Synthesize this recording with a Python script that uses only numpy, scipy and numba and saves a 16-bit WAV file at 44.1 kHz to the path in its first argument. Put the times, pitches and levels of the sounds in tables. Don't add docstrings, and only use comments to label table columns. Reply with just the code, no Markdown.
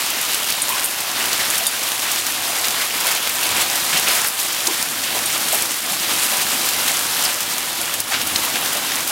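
import sys
import numpy as np
from scipy import signal
from scipy.fft import rfft, irfft, next_fast_len
from scipy.io import wavfile
from scipy.ndimage import uniform_filter1d, minimum_filter1d
from numba import njit

SR = 44100
rng = np.random.default_rng(int(sys.argv[2]) if len(sys.argv) > 2 else 0)


def transcribe(signal):
    frames = np.atleast_2d(signal).T
    limited = np.clip(frames, -1, 1)
    pcm = np.round(limited * 32767).astype(np.int16)
    wavfile.write(sys.argv[1], SR, pcm)


N = 401751

# time in seconds, rain level in dB, fine spray and drumming
# in dB relative to the rain, roof rumble in dB. The mix adds its own trims.
DOWNPOUR = [(0.0, -23.5, -2.5, -13, -43.9), (0.88, -25, -2, -12, -43.5), (0.98, -26.5, -3, -11.5, -45),
            (1.22, -22.5, -3, -9.5, -39.5), (1.62, -23, -1.7, -13.5, -43), (1.72, -26, -3.3, -11.5, -44),
            (1.9, -24.4, -0.5, -11, -43.5), (2.42, -24.8, -2.0, -12.5, -41.9),
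            (2.56, -23.5, -1.3, -9.5, -43.3), (2.98, -24.0, -2.2, -11.9, -41.6),
            (3.08, -21, -3.5, -11.5, -44), (3.32, -25.5, -1.5, -12, -44), (3.58, -21.5, -4, -9.5, -36.8),
            (3.78, -23.5, -1.7, -11.5, -40.9), (4.1, -20, -0.5, -12, -38), (4.36, -25, -0.3, -11.8, -45),
            (4.99, -25.5, -1.3, -12, -41), (5.61, -23.5, 0.7, -10.5, -37.5), (5.75, -27.5, 0, -12.6, -43),
            (6.11, -23, 0.0, -11.5, -39.7), (7.29, -23, -0.7, -11, -38.5),
            (7.39, -25.4, -1.5, -12.0, -41.6), (7.89, -25.5, -2, -10.5, -40.5), (8.27, -25, -2, -10.5, -37),
            (9.11, -24.5, -1.7, -10.0, -39.5)]
# frequency in Hz, gain in dB.
WIND_EQ = [(25, -24), (42, -29), (60, -3), (80, 0), (110, 4), (200, -19), (500, -50)]
ROOF_EQ = [(40, -39), (90, -24), (130, -3), (190, -1), (240, 5), (350, 5.5), (450, -7.5), (800, -36)]
WASH_EQ = [(300, 1.5), (440, -6), (600, -3.5), (760, -1), (900, -2), (1150, -2), (2000, -2.5),
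           (3100, -0.84), (4200, -2.5), (6200, -4.5), (8600, -4), (11700, -5), (14300, -7), (15500, -10.5)]
PATTER_EQ = [(200, -29), (700, -2.5), (2000, -0.5), (4000, 1.5), (7000, 4), (10000, 6), (13000, 3),
             (15500, -3)]
# pitch in Hz, relative level in dB, seconds to die away by 60 dB.
ROOF_RINGS = [(102.5, -4.5, 0.4), (179, -0.5, 0.21), (230.5, 0, 0.17), (276, 1, 0.24), (331.4, -1.5, 0.4),
              (498, 2, 0.24)]
PANEL_RINGS = [(984, -3.5, 0.34), (589, -1, 0.2), (737, -1.5, 0.25), (783, -2.5, 0.29), (1018, -7, 0.13),
               (1150, -9.5, 0.23)]
METAL_RINGS = [(3640, 4, 0.083), (4710, -7, 0.18), (7000, -4, 0.096), (8360, 0.5, 0.067),
               (8700, -2.5, 0.084), (9100, -21, .1), (9300, -11, .1), (10000, -2, 0.086),
               (10600, -3.5, 0.054), (10800, -6, .07), (11960, -4.5, .07), (11930, -11, .08),
               (12900, -5, .08), (14000, -8, .1), (14560, -9, .1)]
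# peak time in seconds, relative level in dB, half length in seconds.
WIND_GUSTS = [(3.55, -46, .12), (8.3, -44, 0.25)]
# peak time in seconds, level in dB, centre in Hz,
# width in octaves, fall time in seconds.
CLUMPS = [(0.335, -23, 2500, 1.2, .03), (0.497, -21.5, 3000, 1.2, .028), (0.692, -18, 12000, .6, .015),
          (0.703, -24, 1010, .13, .06), (0.775, -24.5, 1400, 1.2, .05), (1.399, -22.5, 1900, 0.18, .02),
          (1.615, -27.5, 710, .14, .03), (2.06, -24, 1500, 1.1, .04), (2.500, -28, 760, 0.2, 0.023),
          (2.645, -17, 3000, .87, 0.01), (2.82, -22, 1800, 1.0, .02), (3.020, -29, 980, 0.13, .06),
          (3.125, -22.5, 1500, 1.2, .018), (3.456, -18, 3000, 0.94, 0.0069),
          (3.931, -16.5, 1900, 0.93, 0.017), (3.945, -33, 173, .3, .03), (3.965, -18, 2700, 0.48, 0.026),
          (4.075, -21, 2200, 0.82, .055), (4.249, -18, 1400, 0.81, .005), (4.671, -12.5, 6000, 0.65, .007),
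          (4.685, -25.5, 374, .35, 0.023), (4.69, -25, 930, 0.17, .016), (5.155, -26, 600, .5, .025),
          (5.363, -23, 1100, 0.85, .012), (5.535, -22, 660, .45, 0.022), (5.92, -35, 175, .3, 0.032),
          (6.42, -19, 5000, 1.5, 0.019), (6.688, -19, 3300, 0.89, 0.014), (6.883, -18, 2000, 1.2, .014),
          (7.251, -17, 8000, .5, .009), (7.254, -16, 4940, 0.11, .008), (8.122, -19, 1300, 1, .01),
          (8.139, -16, 2400, 1, .024), (8.360, -12, 3900, .6, .005), (8.557, -18.5, 1500, 1.3, .007),
          (8.76, -29, 620, 0.33, .03), (8.92, -24, 2500, .9, 0.016)]
# start in seconds, relative level in dB, most favoured frequency in Hz,
# reach across the modes in octaves.
METAL_HITS = [(0.619, -8, 8500, .28), (0.843, -12, 10500, .4), (0.852, -10.5, 13500, 0.3),
              (1.667, -8, 8400, 0.87), (4.262, -14, 10000, .3), (4.272, -9, 12300, .25),
              (5.258, -10.5, 9000, 0.33), (5.525, -14, 9000, .7), (5.546, -10, 13000, 0.44),
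              (7.253, -10, 4800, 0.19)]
# start in seconds, relative crack level in dB,
# pitch in Hz, relative splat level in dB.
DECK_HITS = [(0.103, -2, 11000, -20), (0.214, -3, 10600, -20), (0.345, -5, 7200, -18.5),
             (0.503, 4.5, 9300, -22), (0.524, 1, 4900, -19), (1.005, -5, 8300, -20), (1.331, 1, 5800, -22),
             (1.508, -6, 8600, -22), (1.580, -5, 7500, -16), (1.835, -5, 5900, -23), (1.919, -4, 3800, -22),
             (2.116, -5, 6000, -19), (2.16, -2, 7100, -28), (2.267, -2, 6100, -21), (2.684, 1, 6450, -25),
             (3.004, -9, 7000, -20), (3.115, -1, 5370, -17), (3.274, -3, 3500, -22),
             (3.294, -11, 7000, -19), (3.618, -4, 6700, -21), (3.700, -3, 5600, -21),
             (3.756, -8, 9000, -21), (3.998, 6, 8100, -25), (4.246, 4.5, 10000, -27),
             (4.285, 6, 10300, -26), (4.399, -9, 6400, -19), (4.673, 0, 6300, -22), (4.827, -1, 5900, -22),
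             (5.623, 5.5, 8600, -21), (5.718, -6, 9100, -25), (6.370, -5, 8400, -20),
             (6.689, -5, 7100, -18), (6.88, -6, 6000, -16), (6.937, -2, 8500, -26), (7.239, -6, 10200, -16),
             (7.406, -7, 7000, -18), (7.582, -3, 6900, -20), (7.815, 0, 8900, -23), (7.94, -7, 7000, -20),
             (8.003, 9, 9000, -17), (8.215, -8, 3000, -20), (8.271, -10, 4400, -19), (8.360, 1, 3940, -21),
             (8.449, -11, 2700, -22), (8.557, -9, 2900, -23), (8.66, -4, 4700, -26), (8.73, -11, 7000, -18),
             (8.77, -6, 8700, -23), (8.957, 0, 7400, -27), (9.076, -2, 9200, -20)]


def undb(db):
    return 10 ** (np.asarray(db) / 20)


def unit(x):
    return x / np.sqrt(np.mean(x ** 2))


def curves(table):
    s, *columns = np.transpose(table)
    return [np.interp(np.arange(N) / SR, s, column) for column in columns]


def gain_at(hz, eq):
    points_hz, db = np.transpose(eq)
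    return undb(np.interp(np.log(hz + 1e-9), np.log(points_hz), db))


def colour(x, eq):
    return irfft(rfft(x) * gain_at(np.fft.rfftfreq(len(x), 1 / SR), eq), len(x))


def bell(hz, centre_hz, octaves):
    return np.exp(-.5 * (np.log2((hz + 1e-9) / centre_hz) / octaves) ** 2)


def band(x, centre_hz, octaves):
    return irfft(rfft(x) * bell(np.fft.rfftfreq(len(x), 1 / SR), centre_hz, octaves), len(x))


def low_cut(x, hz):
    return signal.sosfilt(signal.butter(2, hz, "high", fs=SR, output="sos"), x)


def walk(rate):
    step = max(int(SR / rate), 1)
    stairs = np.repeat(rng.standard_normal(N // step + 1), step)
    return unit(uniform_filter1d(stairs, step)[:N])


def add(out, s, sound):
    i = max(int(s * SR), 0)
    out[i:i + len(sound)] += sound[:max(N - i, 0)]


def ring(hz, t60, t):
    return np.sin(2 * np.pi * hz * t) * np.exp(-np.log(1000) * t / t60)


def resonate(hits, modes):
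    t = np.arange(SR // 2) / SR
    response = sum(undb(db) * ring(hz, t60, t) for hz, db, t60 in modes)
    return unit(signal.fftconvolve(hits, response)[:N])


@njit
def grains(start, hz, cycles, size):
    out = np.zeros(N)
    for k in range(len(start)):
        life = cycles[k] * SR / hz[k]
        phasor, turn = size[k] + 0j, np.exp(2j * np.pi * hz[k] / SR - 1 / life)
        for i in range(int(start[k]), min(int(start[k] + 6 * life) + 2, N)):
            out[i] += phasor.imag
            phasor *= turn
    return out


@njit
def peak_hold(x, release):
    out, level = np.empty(len(x)), 0.
    for i in range(len(x)):
        level = max(abs(x[i]), level * release)
        out[i] = level
    return out


def smooth(x, keep):
    return signal.lfilter([1 - keep], [1, -keep], x)


def grit(length, spread_db, piece_samples):
    strength = undb(spread_db * np.clip(rng.standard_normal(length // piece_samples + 1), -2, 2))
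    return rng.standard_normal(length) * np.repeat(strength, piece_samples)[:length]


def spray(hits, fall_s):
    energy = smooth(hits ** 2 + 1e-18, np.exp(-2 / (fall_s * SR)))
    hiss = np.diff(rng.standard_normal(N + 1))
    return np.sqrt(energy) * unit(signal.lfilter([1], [1, -.5], hiss))


def drops(count, pitch_hz, octaves, cycles, spread_db):
    when, pitch, damping, weight = rng.random((count, 4)).T
    hz = np.minimum(pitch_hz * 2 ** (octaves * (2 * pitch - 1)), .4 * SR)
    size = undb(spread_db * -np.log(weight + .017))
    ticks = grains(when * N, hz, cycles * (.5 + damping), size)
    return unit(ticks - ticks.mean())


def wind(breeze_db=-56, wander_db=2.5):
    t = np.arange(N) / SR
    gusts = sum(undb(db) * np.exp(-((t - s) / half_s) ** 2) for s, db, half_s in WIND_GUSTS)
    breeze = undb(breeze_db + wander_db * walk(3))
    return np.hypot(breeze, gusts) * unit(colour(rng.standard_normal(N), WIND_EQ))


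def roof(ring_db=-5):
    thumps = drops(count=5000, pitch_hz=2500, octaves=0.55, cycles=0.29, spread_db=3.0)
    return unit(unit(colour(thumps, ROOF_EQ)) + undb(ring_db) * resonate(thumps, ROOF_RINGS))


def panel():
    hits = drops(count=400, pitch_hz=2500, octaves=0.85, cycles=0.6, spread_db=-1.5)
    return resonate(hits, PANEL_RINGS)


def wash(spray_db, drum_db, flicker_db=1.06, flutter_db=0.91, spray_ref_db=0.5, drum_ref_db=-10):
    size = next_fast_len(N)
    hz = np.fft.rfftfreq(size, 1 / SR)
    bass_fade = 1 - bell(np.maximum(hz, 250), 240, 0.49)
    spectrum = rfft(rng.standard_normal(size)) * gain_at(hz, WASH_EQ) * bass_fade
    spectrum /= np.std(irfft(spectrum * ((hz > 1300) & (hz < 6000))))
    out = 0
    for centre in 250 * 2 ** np.arange(0, 6.5, .5):
        share = np.maximum(1 - 2 * abs(np.log2((hz + 1e-9) / centre)), 0)
        top_db = bell(centre, 9900, 0.66) * (spray_db - spray_ref_db)
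        low_db = bell(centre, 600, 0.95) * (drum_db - drum_ref_db)
        out = out + irfft(spectrum * share)[:N] * undb(top_db + low_db + flicker_db * walk(28))
    return out * undb(flutter_db * walk(45))


def patter(spray_db, tick_db=-8, burst_db=-11, tap_db=-11, mist_db=-8, burst_mist_db=2):
    ticks = drops(count=10000, pitch_hz=10600, octaves=0.92, cycles=0.38, spread_db=5.5)
    ticks += undb(mist_db) * spray(ticks, fall_s=0.0047)
    bursts = drops(count=600, pitch_hz=9000, octaves=0.83, cycles=0.47, spread_db=4.0)
    bursts += undb(burst_mist_db) * spray(bursts, fall_s=0.0043)
    taps = drops(count=5000, pitch_hz=2730, octaves=1.25, cycles=1.8, spread_db=3.5)
    sizzle = colour(undb(tick_db) * unit(ticks) + undb(burst_db) * unit(bursts), PATTER_EQ)
    return sizzle * undb(0.37 * spray_db) + undb(tap_db) * taps


def clacks(scatter_db=-6):
    hits = drops(count=450, pitch_hz=3760, octaves=0.77, cycles=2.5, spread_db=2.0)
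    return unit(hits + undb(scatter_db) * spray(hits, fall_s=0.0055))


def splashes(rise_share=.35):
    out, t = np.zeros(N), np.arange(-SR // 10, SR // 4) / SR
    for s, db, centre_hz, octaves, fall_s in CLUMPS:
        envelope = np.exp(-abs(t) / np.where(t < 0, rise_share * fall_s, fall_s))
        burst = envelope * band(grit(len(t), spread_db=3.0, piece_samples=40), centre_hz, octaves)
        add(out, s + t[0], undb(db) * unit(burst) * np.sqrt(np.mean(envelope ** 2)))
    return out


def splats(boost_db=3, fall_s=0.0065):
    out, t = np.zeros(N), np.arange(SR // 20) / SR
    for s, _, _, db in DECK_HITS:
        droplets = grit(len(t), spread_db=1.5, piece_samples=8)
        crown = unit(band(droplets, centre_hz=9500, octaves=1.0))
        add(out, s, undb(db + boost_db) * crown * np.exp(-t / fall_s))
    return out


def pings(click_db=2, click_s=0.00067, rattle_db=-14, rattle_s=.009, uneven_db=2.5):
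    out, t = np.zeros(N), np.arange(SR // 4) / SR
    contact = undb(click_db) * np.exp(-t / click_s) + undb(rattle_db) * np.exp(-t / rattle_s)
    for s, level_db, centre_hz, reach in METAL_HITS:
        spots_db = uneven_db * rng.standard_normal(len(METAL_RINGS))
        modes = sum(undb(db + spot_db) * bell(hz, centre_hz, reach) * ring(hz, t60, t)
                    for (hz, db, t60), spot_db in zip(METAL_RINGS, spots_db))
        noise = unit(band(rng.standard_normal(len(t)), centre_hz, 2 * reach))
        add(out, s, undb(level_db) * (modes + contact * noise) / 2)
    return out


def cracks(cycles=0.94, boost_db=2.0, edge_db=-4, shatter_db=-9, chip_db=-9, chip_s=.0025):
    s, db, hz, _ = np.transpose(DECK_HITS)
    lags, detunes = rng.random((len(s), 2, 2)).T
    life, size = np.full(len(s), cycles), undb(db + boost_db)
    snaps = grains(s * SR, hz.copy(), life, size)
    edge_hz = np.minimum(1.84 * hz, .33 * SR)
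    snaps += grains(s * SR, edge_hz, life / 2, size * undb(edge_db))
    for lag, detune in zip(lags, detunes):
        chip_hz = np.minimum(hz * (1 + detune), .33 * SR)
        snaps += grains((s + chip_s * lag) * SR, chip_hz, life, size * undb(chip_db))
    return snaps + undb(shatter_db) * spray(snaps, fall_s=.003)


def scene(wash_db=-0.45, panel_db=-7, roof_db=-0.5, wind_db=-1, clack_db=-12):
    rain_db, spray_db, drum_db, rumble_db = curves(DOWNPOUR)
    sheets_db = 0.39 * walk(14)
    rain = undb(wash_db) * wash(spray_db, drum_db) + patter(spray_db)
    rain += undb(panel_db + drum_db) * panel() + undb(clack_db) * clacks()
    lows = undb(rumble_db + roof_db + 1.6 * sheets_db) * roof() + undb(wind_db) * wind()
    impacts = undb(rain_db + sheets_db) * rain + splats() + cracks() + pings()
    impacts = low_cut(impacts, hz=170)
    mono = impacts + splashes() + lows
    return np.array([mono, mono])


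def record(dry, threshold_db=-1, ratio=2.1, attack_s=.003, hold_s=0.062, release_s=0.062, top_hz=15800):
    heard = low_cut(dry, hz=50)
    sidechain = low_cut(heard[0], hz=7000)
    hold = int(hold_s * SR)
    held = -minimum_filter1d(-abs(sidechain), hold, origin=(hold - 1) // 2)
    peak = peak_hold(held, np.exp(-1 / (release_s * SR)))
    overshoot = np.log(np.maximum(peak / undb(threshold_db), 1))
    duck = (1 - 1 / ratio) * smooth(overshoot, np.exp(-1 / (attack_s * SR)))
    clipped = np.clip(heard * np.exp(-duck), -.85, .85)
    return signal.sosfilt(signal.ellip(10, .2, 80, top_hz, fs=SR, output="sos"), clipped)


dry = scene()
out = record(dry)
transcribe(out)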